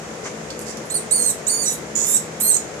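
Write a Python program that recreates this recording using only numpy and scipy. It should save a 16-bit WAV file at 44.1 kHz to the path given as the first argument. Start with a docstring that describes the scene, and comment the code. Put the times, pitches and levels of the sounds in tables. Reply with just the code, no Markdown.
"""Mouse caught by a lizard

A mouse squeals five times in the jaws of a monitor lizard, in a hard-walled enclosure where a fan hums.
Each squeak is a stack of sine tones on a moving pitch, with half-pitch lines and rasping, hissing noise.
The lizard's claws scuff and tick on a branch before that: short bursts of filtered noise.
The fan is a steady rush of shaped noise with a few wavering tones."""
import sys
import numpy as np
from scipy import signal
from scipy.fft import rfft, irfft
from scipy.io import wavfile

SR = 44100
rng = np.random.default_rng(int(sys.argv[2]) if len(sys.argv) > 2 else 0)


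def wav_out(sig):
    """Save sig, one row per channel (or a flat mono array), as 16-bit PCM at SR to the path in sys.argv[1]."""
    wavfile.write(sys.argv[1], SR, np.round(np.clip(np.atleast_2d(sig).T, -1, 1) * 32767).astype(np.int16))


N = 123479  # length of the scene in samples


def amp(db):
    """Turns decibels into a gain."""
    return 10 ** (np.asarray(db) / 20)


def unit(x):
    """Scales to an rms (average strength) of 1."""
    return x / np.sqrt(np.mean(x ** 2) + 1e-20)


def read(points, hz):
    """Reads a table between its points, on a log-frequency axis."""
    f, value = np.transpose(points)
    return np.interp(np.log(hz + 1), np.log(f + 1), value)


def add(mix, start_s, sound):
    """Mixes a sound in at a start time in seconds."""
    part = mix[max(round(start_s * SR), 0):][:len(sound)]
    part += sound[:len(part)]


def bell(f, hz, octaves):
    """A smooth hump of gain around hz, as wide as octaves says."""
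    return np.exp(-.5 * (np.log2((f + 1) / hz) / octaves) ** 2)


def noise(size, shape):
    """Noise whose spectrum follows the gain shape(Hz), scaled to rms 1 before it is cut to size."""
    spectrum = rfft(rng.standard_normal(N)) * shape(np.fft.rfftfreq(N, 1 / SR))
    return unit(irfft(spectrum, N))[:size]


def wander(size, hz):
    """Random drift, mostly slower than hz."""
    return noise(size, lambda f: 1 / (1 + (f / hz) ** 4))


def lift(stretches, t):
    """The dB that a set of stretches adds at times t, with soft edges."""
    edge_s = .008  # time the voice takes to change register
    total = 0
    for start, end, db in stretches:
        inside = np.minimum(t - start, end - t)
        total = total + db * np.clip(inside / edge_s + .5, 0, 1)
    return total


def voice_tones(t, pitch, tone, rasp, hiss, rough):
    """The voiced part: sines at multiples of a jittering pitch, and half-pitch lines from period doubling."""
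    # How the lowest throat resonance passes the fundamental. Each row: pitch in Hz, gain in dB.
    low_throat = [(3450, -11.5), (3620, -2), (4200, 0.5), (4600, 5)]
    # Throat resonance, here acting on the half-pitch line. Each row: frequency in Hz, gain in dB.
    throat_gain = [(2000, -38), (4800, -24.5), (5800, -9.5), (6500, -4.5), (7000, 2.5), (7700, -5),
                   (8700, -13), (9800, -87), (15000, -37)]
    # Where the half-pitch lines stand out. Each row: start in seconds, end in seconds, lift in dB.
    splits = [(1.5, 1.635, 5.5), (1.657, 1.714, 11.5), (2.474, 2.506, 13)]
    # Where the third harmonic shrieks. Each row: start in seconds, end in seconds, lift in dB.
    shrieks = [(2.09, 2.135, 14), (2.42, 2.484, 17.5)]
    clear_jitter, rough_jitter, jitter_hz = .0025, .0133, 400  # pitch jitter as a share of pitch; its speed
    shimmer_db, shimmer_hz = 3, 145  # level flutter of each line and its speed
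    blur, blur_hz = .61, 437  # phase scatter in radians and its speed
    n = len(t)

    jitter = (clear_jitter + rough_jitter * rough) * wander(n, jitter_hz)
    phase = 2 * np.pi * np.cumsum(pitch * (1 + jitter)) / SR

    masking = -6 * rough  # dB: the lowest two lines sink as the voice breaks into rasp
    split = lift(splits, t)
    first = -36 + read(low_throat, pitch) + masking
    half = rasp + 5.5 + split + masking + read(throat_gain, pitch * 1.5)
    third = -41 + .5 * (tone + 28) + lift(shrieks, t)  # follows the tone level at half strength
    upper_half = hiss - 5 + .5 * split
    # Each pair: multiple of the pitch, level in dB
    partials = [(1, first), (2, tone + 8.5), (3, third), (1.5, half), (2.5, upper_half)]

    voice = np.zeros(n)
    for multiple, db in partials:
        level = amp(db + shimmer_db * wander(n, shimmer_hz))
        scatter = blur * (rough + (multiple > 2)) * wander(n, blur_hz)  # always present in the top lines
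        voice += level * np.sqrt(2) * np.sin(multiple * phase + scatter)
    return voice


def turbulence(t, pitch, rasp, hiss):
    """The airy part: rattling throat noise and hiss, partly repeated so that it gathers in stacked bands."""
    # Turbulence in the throat resonance. Each row: frequency in Hz, gain in dB before scaling to rms 1.
    throat_gain = [(2000, -38), (4800, -24.5), (5800, -9.5), (6500, -4.5), (7000, 2.5), (7700, -5),
                   (8700, -13), (9800, -87), (15000, -37)]
    # Broad hiss of a forced squeal. Each row: frequency in Hz, gain in dB before scaling to rms 1.
    hiss_gain = [(4600, -22), (5600, -4), (9000, 12.5), (11000, 5.5), (14300, 0.5), (15500, -14)]
    rattle_db, rattle_hz = 3, 300  # level flutter of the rasp and its speed
    lock, lock_cycles = .6, 4  # strength of the repeat, and its delay in cycles of the pitch
    n = len(t)
    rasp_level = amp(rasp + 4.5 + rattle_db * wander(n, rattle_hz))
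    throat = rasp_level * noise(n, lambda f: amp(read(throat_gain, f)))
    air = throat + amp(hiss + 6.5) * noise(n, lambda f: amp(read(hiss_gain, f)))
    repeat = np.interp(t - lock_cycles / pitch, t, air)
    return (air + lock * repeat) / np.hypot(1, lock)


def squeak(rows):
    """One squeal: voiced tones, strongest around the second harmonic, plus turbulent air, faded in and out."""
    attack_s, release_s = .003, .0093
    times, *controls = np.transpose(rows)
    t = np.arange(times[0] - attack_s, times[-1] + release_s, 1 / SR)
    pitch, tone, rasp, hiss = (np.interp(t, times, c) for c in controls)
    rough = 1 / (1 + amp(tone - rasp) ** 2)  # 0 = clear tone, 1 = full rasp
    sound = voice_tones(t, pitch, tone, rasp, hiss, rough) + turbulence(t, pitch, rasp, hiss)
    fade_in = np.clip((t - t[0]) / attack_s, 0, 1)
    fade_out = np.clip((t[-1] - t) / release_s, 0, 1)
    return t[0], fade_in * fade_out * sound


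def mouse():
    """The mouse's five squeaks, each with its own path of pitch and loudness."""
    # One list per squeak. Each row: time in seconds, pitch in Hz, then the tone, rasp and hiss
    # controls in dB, to which the voice adds its own offsets.
    squeaks = [
        [(0.901, 3300, -32, -35, -49), (0.91, 4250, -34, -46, -47), (0.92, 4190, -31.5, -56, -54),
         (0.938, 4090, -45, -56, -59), (0.944, 4390, -19.5, -50, -56), (0.96, 4620, -26, -44, -55),
         (0.976, 3900, -35, -38, -38)],
        [(1.111, 3770, -26, -31, -30), (1.116, 4070, -23, -33, -44), (1.128, 4440, -18, -41, -51),
         (1.14, 4580, -25.5, -42, -46), (1.165, 4526, -27.5, -36, -62), (1.2, 4245, -24.5, -37, -55),
         (1.24, 4310, -29, -29, -41), (1.275, 4250, -23, -37, -40), (1.307, 3790, -28.5, -29, -30)],
        [(1.468, 3376, -29, -28, -40), (1.477, 3880, -20.5, -34, -42), (1.497, 4556, -29, -35, -46),
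         (1.53, 4520, -29.5, -36.5, -50), (1.61, 4606, -35.5, -39, -48), (1.63, 4510, -33, -32, -42),
         (1.655, 3930, -31, -32.5, -42), (1.68, 3926, -28.5, -32, -46), (1.706, 3873, -40, -31, -35.5),
         (1.742, 3870, -49, -37, -33)],
        [(1.954, 3384, -34, -25, -46), (1.975, 3480, -30, -26, -42.5), (2.04, 3474, -40, -26, -42),
         (2.085, 3626, -33, -32, -26), (2.142, 3680, -31, -29.5, -28.5), (2.147, 3744, -16, -29, -36),
         (2.158, 4014, -18, -40, -37), (2.171, 3605, -28.5, -22, -32)],
        [(2.402, 3300, -40.5, -42.5, -30.5), (2.412, 3980, -28.5, -29, -19.5), (2.425, 4182, -33.5, -40, -33),
         (2.475, 4217, -25.5, -41, -32), (2.487, 4354, -24.5, -39, -40), (2.505, 4230, -21, -42, -44),
         (2.513, 3756, -17.5, -36, -52), (2.53, 4095, -31, -33.5, -47), (2.55, 4203, -23, -23, -49),
         (2.56, 4100, -36.5, -37, -50), (2.568, 3470, -23, -20.5, -44)],
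    ]
    out = np.zeros(N)
    for rows in squeaks:
        add(out, *squeak(rows))
    return out


def claw_ticks():
    """Claws tapping the branch: noise that dies away quickly, filtered around one frequency."""
    # Each row: start in seconds, gain in dB, centre in Hz, decay time in seconds
    # (the time to fall to about a third, before filtering).
    ticks = [(0.504, -23.5, 5200, 0.0046), (0.5924, -20, 8100, .0009), (0.599, -31.5, 8500, 0.00063),
             (0.7715, -25.5, 6430, 0.0027)]
    octaves = .51  # width of the filter
    out, t, f = np.zeros(N), np.arange(N) / SR, np.fft.rfftfreq(N, 1 / SR)
    for start_s, db, hz, decay_s in ticks:
        snap = rfft(np.exp(-t / decay_s) * rng.standard_normal(N))
        tick = irfft(snap * unit(bell(f, hz, octaves)), N)
        out += amp(db) * np.roll(tick, round(start_s * SR))
    return out


def claw_scuffs():
    """Claws scraping the bark: noise bands that swell and fade with a grainy, flickering level."""
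    # Each row: middle in seconds, half length in seconds, level in dB around which the grain flickers,
    # centre in Hz, width in octaves.
    scuffs = [(0.26, 0.012, -30, 6180, 0.32), (0.265, 0.015, -40.5, 1510, 1),
              (0.617, 0.0065, -33, 7700, 0.38), (0.692, 0.021, -32, 6360, 0.42),
              (0.865, 0.013, -45, 10000, 0.17)]
    grain_db, grain_hz = 3, 300
    out, t = np.zeros(N), np.arange(N) / SR
    for middle_s, half_s, db, hz, octaves in scuffs:
        grain = amp(db + grain_db * wander(N, grain_hz))
        swell = np.exp(-.5 * ((t - middle_s) / half_s) ** 2)
        out += grain * swell * noise(N, lambda f: bell(f, hz, octaves))
    return out


def fan():
    """Steady rush of air, nearly the same left and right in the bass, with a few wavering tones."""
    # Colour of the rushing air. Each row: frequency in Hz, relative level in dB per Hz.
    air_colour = [(45, -33), (62, -8), (95, -12), (140, -4), (265, -6), (390, -2), (590, -4), (900, -10.5),
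                  (2100, -13.5), (3000, -20.5), (4300, -23.5), (7000, -17), (8500, -26), (13000, -39),
                  (15000, -68)]
    # How alike left and right are. Each row: frequency in Hz, likeness (1 = the same, 0 = unrelated).
    likeness = [(30, 0.93), (120, 0.88), (350, 0.85), (700, 0.48), (1400, 0.017)]
    # Balance of the air. Each row: frequency in Hz, left minus right in dB.
    balance = [(130, 0), (290, 6), (640, 5.5), (1410, 3), (3100, 3.5), (6820, -6.5), (15000, -2.5)]
    # Fan tones. Each row: frequency in Hz, level in dB, left minus right in dB.
    hum = [(160.8, -47, 1), (220, -44, 1), (440, -48, 7), (490.4, -45, 1.5)]
    air_db, waver_hz, waver_depth = -33, 7.5, .56
    hz, t = np.fft.rfftfreq(N, 1 / SR), np.arange(N) / SR
    lean = np.array([[.5], [-.5]])  # half of a balance goes to each side

    a, b = rfft(rng.standard_normal((2, N)))
    same = np.clip(read(likeness, hz), -1, 1)
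    pair = np.array([a, same * a + np.sqrt(1 - same ** 2) * b])
    pair = pair * amp(read(air_colour, hz) + lean * read(balance, hz))
    out = amp(air_db) * unit(irfft(pair, N))

    for tone_hz, db, pan_db in hum:
        # A complex drift makes both strength and phase waver
        drift = wander(N, waver_hz) + 1j * wander(N, waver_hz)
        tone = ((1 + waver_depth * drift) * np.exp(2j * np.pi * tone_hz * t)).real
        out += amp(db + lean * pan_db) * unit(tone)
    return out


def sparse(t, per_second):
    """Random yes/no marks for two channels, about per_second of them each second."""
    return rng.random((2, len(t))) < per_second / SR


def unit_energy(echoes):
    """Scales each channel of echoes to a total energy of 1."""
    return echoes / np.linalg.norm(echoes, axis=1, keepdims=True)


def early_reflections(t):
    """Nearby surfaces: random single echoes that soon die away."""
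    signs = rng.choice([-1., 1.], (2, len(t)))
    return unit_energy(signs * sparse(t, 1500) * np.exp(-t / .009))


def hard_wall_tail(t):
    """Hard walls: a crowd of echoes after a short gap, each pitch range dying at its own rate."""
    # Each row: frequency in Hz, time to fall by 60 dB in seconds.
    fall_time = [(4000, 0.3), (8000, 0.2), (14000, 0.25)]
    gap_s = .004
    taps = rng.standard_normal((2, len(t))) * sparse(t, 4000) * (t > gap_s)
    f, age, z = signal.stft(taps, SR, nperseg=256)
    fading = amp(-60 * age / read(fall_time, f)[:, None])
    return unit_energy(signal.istft(z * fading, SR, nperseg=256)[1])


def enclosure(x):
    """Direct sound and near reflections, shaded and slightly ahead on the left, then a short wall tail."""
    # Tone of the near sound on the left. Each row: frequency in Hz, gain in dB.
    left_shade = [(2000, 12), (4400, -4), (5400, -36), (7000, -39.5), (8600, -14), (10500, -24),
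                  (12500, -1.5), (15000, -1)]
    left_lead_s = .00009
    early_db, tail_db = -12, np.array([[-6], [-3]])  # tail: left, right
    t, hz = np.arange(SR // 2) / SR, np.fft.rfftfreq(N, 1 / SR)
    early = signal.fftconvolve(x[None], early_reflections(t), axes=1)[:, :N]
    near = x + amp(early_db) * early
    lead = np.exp(2j * np.pi * hz * left_lead_s)
    left = irfft(rfft(near[0]) * amp(read(left_shade, hz)) * lead, N)
    tail = signal.fftconvolve(x[None], hard_wall_tail(t), axes=1)[:, :N]
    return np.array([left, near[1]]) + amp(tail_db) * tail


def scene():
    """Mouse and claws echo in the enclosure, over the fan."""
    return enclosure(mouse() + claw_ticks() + claw_scuffs()) + fan()


def record(dry):
    """The recorder's band limit: a low-pass filter takes away the highest treble."""
    cutoff_hz = 14750
    low_pass = signal.firwin(161, cutoff_hz, window=("kaiser", 9), fs=SR)
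    return signal.oaconvolve(dry, low_pass[None], "same")


dry = scene()
out = record(dry)
wav_out(out)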